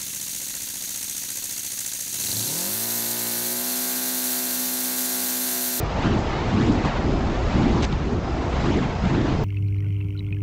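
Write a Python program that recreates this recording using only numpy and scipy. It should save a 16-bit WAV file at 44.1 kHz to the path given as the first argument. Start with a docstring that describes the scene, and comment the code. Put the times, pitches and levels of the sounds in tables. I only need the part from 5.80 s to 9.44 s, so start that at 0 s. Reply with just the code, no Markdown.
"""A paved yard at night: two burning poi swing in circles some metres from a camera. Each flame is noise that
rushes, hisses and flutters; its echo off the paving sweeps a comb up and down as it rises and falls.
One wick scrapes the ground, as dense random grit and then a single tick. A cricket, a pulsed tone, chirps
far off over wind and distant traffic, both of them drifting noise."""
import sys
import numpy as np
from scipy import signal
from scipy.fft import rfft, irfft, next_fast_len
from scipy.io import wavfile
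from scipy.ndimage import uniform_filter1d, map_coordinates

SR = 44100
rng = np.random.default_rng(int(sys.argv[2]) if len(sys.argv) > 2 else 0)


def elevation(decibels):
    """Turn decibel levels (scalar or array-like) into linear amplitude ratios."""
    levels = np.asarray(decibels, float)
    return 10 ** (levels / 20)


def wrap_up_sound(samples):
    """Save the sound to the file named by the first command line argument, as 16-bit audio."""
    columns = np.atleast_2d(samples).T
    # keep every value between -1 and 1, then stretch to whole-number steps
    tamed = np.clip(columns, -1, 1)
    steps = np.round(tamed * 32767).astype(np.int16)
    wavfile.write(sys.argv[1], SR, steps)


N = 160524
TIME = np.arange(N) / SR  # seconds


def unit(x):
    """Scales a signal to rms 1."""
    return x / np.sqrt(np.mean(x ** 2) + 1e-20)


def coloured(x, points):
    """Equalises x through (Hz, dB) points, joined on a log frequency axis."""
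    size = next_fast_len(N + 8192)
    hz, db = np.transpose(points)
    bins_hz = np.fft.rfftfreq(size, 1 / SR)
    gain = elevation(np.interp(np.log(bins_hz + 1), np.log(hz + 1), db))
    return irfft(rfft(x, size) * gain, size)[:N]


def wobble(rate):
    """A smooth random curve through rate knots a second, 199 at most."""
    knots = rng.standard_normal(int(N / SR * 200) + 4)
    return map_coordinates(knots, [TIME * min(rate, 199)])


def drift(spectrum, level):
    """Coloured noise on a slow level curve, with gusts and patches of random gain in time and pitch."""
    gust_db, patchy_db = .4, 1.2
    cells = signal.stft(rng.standard_normal(N + 512), nperseg=512)[2]
    patches = uniform_filter1d(rng.standard_normal(cells.shape), size=5, axis=0)
    patches = uniform_filter1d(patches, size=12, axis=1)
    air = signal.istft(cells * elevation(patchy_db * unit(patches)), nperseg=512)[1][:N]
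    level_db = np.interp(TIME, *np.transpose(level)) + gust_db * wobble(4.4)
    return elevation(level_db) * unit(coloured(air, spectrum))


# Tone of the low wind. Each row: frequency in Hz, relative density in dB per Hz.
WIND_TONE = [(15, -17.5), (25, -2), (45, 1.5), (75, 0.5), (100, -3), (140, -2.5), (245, -12), (450, -19.5),
             (1500, -30), (5000, -40.5), (9000, -48)]
# Wind strength. Each row: time in seconds, level in dB before gusts.
WIND_LEVEL = [(0, -25), (.6, -24.5), (1.2, -24), (1.6, -23.5), (2.05, -21.5), (2.25, -26.5), (2.6, -25.5),
              (3.1, -25), (3.64, -23)]
# Tone of the far traffic. Each row: frequency in Hz, relative density in dB per Hz.
TRAFFIC_TONE = [(250, -34), (420, -3), (560, 0), (760, 0.5), (1050, -9), (1350, -9), (1800, -23),
                (3000, -34.5)]
# Traffic strength. Each row: time in seconds, level in dB before gusts.
TRAFFIC_LEVEL = [(0, -31.5), (.25, -32.5), (.5, -32), (1.001, -31.5), (1.5, -31.5), (1.949, -33),
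                 (2.15, -40.5), (2.5, -31.5), (2.8, -32), (3.1, -35.5), (3.3, -33), (3.64, -33.5)]


def night():
    """Low wind and the roar of far traffic, two beds of drifting noise."""
    return drift(WIND_TONE, WIND_LEVEL) + drift(TRAFFIC_TONE, TRAFFIC_LEVEL)


# The cricket's chirps. Each row: start in seconds, level in dB before the wing pulses.
CRICKET_CHIRPS = [(0, -56), (.38, -55), (.77, -56), (1.22, -54), (1.66, -56), (2.39, -54), (2.77, -55.5),
                  (3.11, -54), (3.5, -54.5)]


def cricket():
    """Short trains of wing pulses on one wavering tone."""
    tone_hz, waver_hz = 5050, 22
    length_s, pulses_per_s = .21, 56
    tone = np.sin(2 * np.pi * np.cumsum(tone_hz + waver_hz * wobble(60)) / SR)
    chirps = np.zeros(N)
    for start_s, db in CRICKET_CHIRPS:
        since = TIME - start_s
        swell = np.sqrt(np.sin(np.pi * np.clip(since / length_s, 0, 1)).clip(0))
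        pulses = 1.2 - .8 * np.cos(2 * np.pi * pulses_per_s * since)
        chirps += elevation(db) * swell * pulses
    return tone * chirps


# Tone of the wick dragging on paving. Each row: frequency in Hz, relative density in dB per Hz.
GRIT_TONE = [(500, -35), (1300, -9), (2800, -12), (3800, -6), (5000, -12), (7400, -13), (9000, -11)]


def scrape():
    """Dense grit under the wick while it drags: random clicks of either sign and uneven strength."""
    start_s, length_s, edge_s, level_db = 2.0235, .03, .001, -27
    grains_per_s, spread_db = 4500, 4.5
    struck = rng.random(N) < grains_per_s / SR
    sign = np.sign(rng.random(N) - .5)
    strength = elevation(spread_db * rng.standard_normal(N))
    grit = unit(coloured(struck * sign * strength, GRIT_TONE))
    drag = np.clip(np.minimum(TIME - start_s, start_s + length_s - TIME) / edge_s, 0, 1)
    return elevation(level_db) * drag * grit


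# The short tick after the scrape. Each row: start in seconds, level in dB at its onset.
WICK_TICKS = [(2.1266, -29)]
# Tone of the tick. Each row: frequency in Hz, relative density in dB per Hz.
TICK_TONE = [(800, -45), (2000, -14), (3600, 4.5), (4800, -22), (9000, -28)]


def tick():
    """A burst of coloured noise that starts at once and dies away exponentially."""
    t60_s = .012  # time to fall by 60 dB
    decay = sum(elevation(db - 60 * np.abs(TIME - s) / t60_s) * (TIME > s) for s, db in WICK_TICKS)
    return decay * unit(coloured(rng.standard_normal(N), TICK_TONE))


def height(path):
    """Flame height in metres: a smooth curve through the points, level at each top and bottom."""
    s, metres = np.transpose(path)
    rise = np.diff(metres)
    same_way = rise[1:] * rise[:-1] > 0
    speed = np.gradient(metres, s) * np.r_[1, same_way, 1]
    place = np.interp(TIME, s, np.arange(len(s)))
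    k = np.minimum(place.astype(int), len(s) - 2)
    u, span = place - k, np.diff(s)[k]  # progress through the segment (0 to 1), its length in seconds
    leaving = (1 - u) * (speed[k] * span - rise[k])
    arriving = u * (rise[k] - speed[k + 1] * span)
    return metres[k] + u * rise[k] + u * (1 - u) * (leaving + arriving)


# Echo off the paving. Each row: frequency in Hz, gain in dB.
PAVING_ECHO = [(200, -1.5), (2000, -3), (8000, -5.5)]


def over_paving(x, path):
    """x plus its echo off the ground, later the higher the source swings, which sweeps a comb."""
    distance_m, mic_height_m, sound_m_per_s = 7, 1.5, 343
    flame_m = height(path)
    direct_m = np.hypot(distance_m, flame_m - mic_height_m)
    bounced_m = np.hypot(distance_m, flame_m + mic_height_m)
    lag_s = (bounced_m - direct_m) / sound_m_per_s
    return x + map_coordinates(coloured(x, PAVING_ECHO), [(TIME - lag_s) * SR])


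def turbulence(spectrum, speeds):
    """Coloured noise of rms 1 whose level moves at several speeds."""
    noise = rng.standard_normal(N)
    level_db = sum(depth_db * wobble(rate) for rate, depth_db in speeds)
    return unit(coloured(noise * elevation(level_db), spectrum))


# Tone of the air rush. Each row: frequency in Hz, relative density in dB per Hz.
RUSH_TONE = [(250, -34.5), (500, -14.5), (900, -5.5), (1400, -13.5), (2000, -13.5), (4100, -22.5),
             (6000, -33), (9000, -43)]
# Tone of the flame hiss. Each row: frequency in Hz, relative density in dB per Hz.
HISS_TONE = [(2000, -27), (4000, -0.5), (5500, -7.5), (7000, -3.5), (9000, -7)]
# Tone of the flame flutter. Each row: frequency in Hz, relative density in dB per Hz.
FLUTTER_TONE = [(53, -31), (90, -2), (160, -2.5), (230, 2), (350, -0.5), (480, -10), (700, -60),
                (1200, -120)]
# Turbulence in the rush and hiss. 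Each row: speed in knots per second, depth in dB.
RUSH_FLICKER = [(20, .5), (45, .9), (90, 1.3)]
# Turbulence in the flutter. Each row: speed in knots per second, depth in dB.
FLUTTER_LUMPS = [(25, 1), (60, 1.3)]


def flame(rush_db, hiss_db, flutter_db):
    """One burning wick: air rushing past, a hiss set relative to that rush, and a low flutter."""
    rush = elevation(rush_db) * turbulence(RUSH_TONE, RUSH_FLICKER)
    hiss = elevation(rush_db + hiss_db) * turbulence(HISS_TONE, RUSH_FLICKER)
    flutter = elevation(flutter_db) * turbulence(FLUTTER_TONE, FLUTTER_LUMPS)
    return rush + hiss + flutter


# Path of the flame on the wide circle. Each row: time in seconds, height in metres.
WIDE_PATH = [(-.06, .9), (.06, 1.46), (.15, 1.12), (.22, .7), (.29, .54), (.37, .8), (.45, 1.65),
             (.54, 2.04), (.63, 1.68), (.7, 1.03), (.8, .53), (.87, .26), (.94, .15), (1, .37), (1.07, .87),
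             (1.14, 1.42), (1.22, 1.95), (1.3, 2.4), (1.42, 2.68), (1.54, 2.4), (1.63, 1.77), (1.71, 1.12),
             (1.8, .7), (1.9, .27), (1.97, .14), (2.03, .26), (2.12, .74), (2.22, 1.42), (2.3, 1.9),
             (2.4, 2.32), (2.53, 2.6), (2.65, 2.4), (2.73, 1.86), (2.8, 1.25), (2.87, .57), (2.94, .25),
             (3, .5), (3.08, 1.35), (3.14, 1.68), (3.22, 1.3), (3.32, .85), (3.39, .45), (3.46, .87),
             (3.52, 1.33), (3.62, 1.66), (3.7, 1.5)]
# Path of the flame on the tight circle. Each row: time in seconds, height in metres.
TIGHT_PATH = [(-.12, .8), (.08, 1.8), (.3, .45), (.56, 1.58), (.76, .8), (.98, 1.85), (1.13, .85),
              (1.35, .22), (1.42, .45), (1.52, .95), (1.66, 1.5), (1.84, 1.1), (2.02, 1.5), (2.15, 1),
              (2.22, .54), (2.33, .12), (2.45, .82), (2.55, 1.38), (2.64, 1.55), (2.72, 1.33), (2.8, .87),
              (2.95, .4), (3.17, 1.3), (3.42, .45), (3.66, 1.3)]
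# The swings, shared between both flames before the echo. Each row: time in seconds, air rush in dB,
# flutter in dB, hiss over rush in dB, tight poi over wide poi in dB.
SWINGS = [(0.0, -38, -22, -26.5, -12), (0.11, -37.5, -37, -16, -6), (0.25, -31.5, -24, -13, 3.5),
          (0.34, -33, -23.5, -21, -9.5), (0.39, -37, -27, -7.5, 6), (0.61, -32, -28.5, -27, -17.5),
          (0.64, -34.5, -26.5, -16.5, -4), (0.83, -31.5, -21, -11.5, -10.5), (0.95, -35.5, -24, -8, 2.5),
          (1.01, -34.5, -30, -18.5, -11), (1.06, -30, -23, -8.5, -11.5), (1.11, -33, -32.5, -26.5, -20),
          (1.26, -36.5, -28.5, -23, 4), (1.63, -37, -29.5, -12, -13), (1.72, -33.5, -27.5, -12.5, -6),
          (1.76, -33, -19, -14, 0.5), (2.01, -33.5, -26, -16.5, -8), (2.04, -32, -27, -6, -4.5),
          (2.08, -48.5, -37.5, -7.5, -17), (2.12, -38, -28, -22, -8), (2.18, -40, -31.5, -15, -9),
          (2.31, -39.5, -27, -16, 5.5), (2.41, -43, -32.5, -22, -1), (2.72, -36.5, -31.5, -10.5, -8),
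          (2.78, -35, -30.5, -11.5, 3), (2.89, -30.5, -26, -13.5, -9), (2.95, -32.5, -31.5, -9.5, -18),
          (2.96, -33, -22.5, -11, -5), (3.18, -39.5, -33, -22.5, -4.5), (3.26, -35, -21, -12, -8),
          (3.45, -36, -27, -15, 4), (3.49, -34, -24, -14, 1), (3.63, -44, -27.5, -32, -9),
          (3.64, -45.5, -39, -12, 1)]


def poi():
    """Two flames share the power of each swing; each has its own noise and path over the ground."""
    s, *columns = np.transpose(SWINGS)
    rush_db, flutter_db, hiss_db, tight_db = [np.interp(TIME, s, c) for c in columns]
    tight_share = 1 / (1 + elevation(-2 * tight_db))  # of the power
    wide = np.sqrt(1 - tight_share) * flame(rush_db, hiss_db, flutter_db)
    tight = np.sqrt(tight_share) * flame(rush_db, hiss_db, flutter_db)
    return over_paving(wide, WIDE_PATH) + over_paving(tight, TIGHT_PATH)


def scene():
    """All sources at one microphone."""
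    return (poi() + scrape() + tick() + cricket() + night())[None]


# Treble roll-off of the camera. Each row: frequency in Hz, gain in dB.
CAMERA_TREBLE = [(6500, -0.5), (7400, -4), (8000, -10.5), (8500, -19), (8900, -31), (9300, -56.5)]


def camera_input(x):
    """Soft overload rounds off loud peaks, then the treble rolls off."""
    ceiling, knee = .5, 3  # ceiling in full scales; a higher knee bends later and harder
    soft = x / (1 + np.abs(x / ceiling) ** knee) ** (1 / knee)
    return coloured(soft, CAMERA_TREBLE)


def band_limit(x):
    """A steep low-pass at the top of the band."""
    return signal.sosfilt(signal.butter(12, 8980, fs=SR, output="sos"), x)


def record(dry):
    """The finished mix as it comes out of the camera."""
    mix = camera_input(dry[0])[None]
    return band_limit(mix)


dry = scene()
out = record(dry)
wrap_up_sound(out)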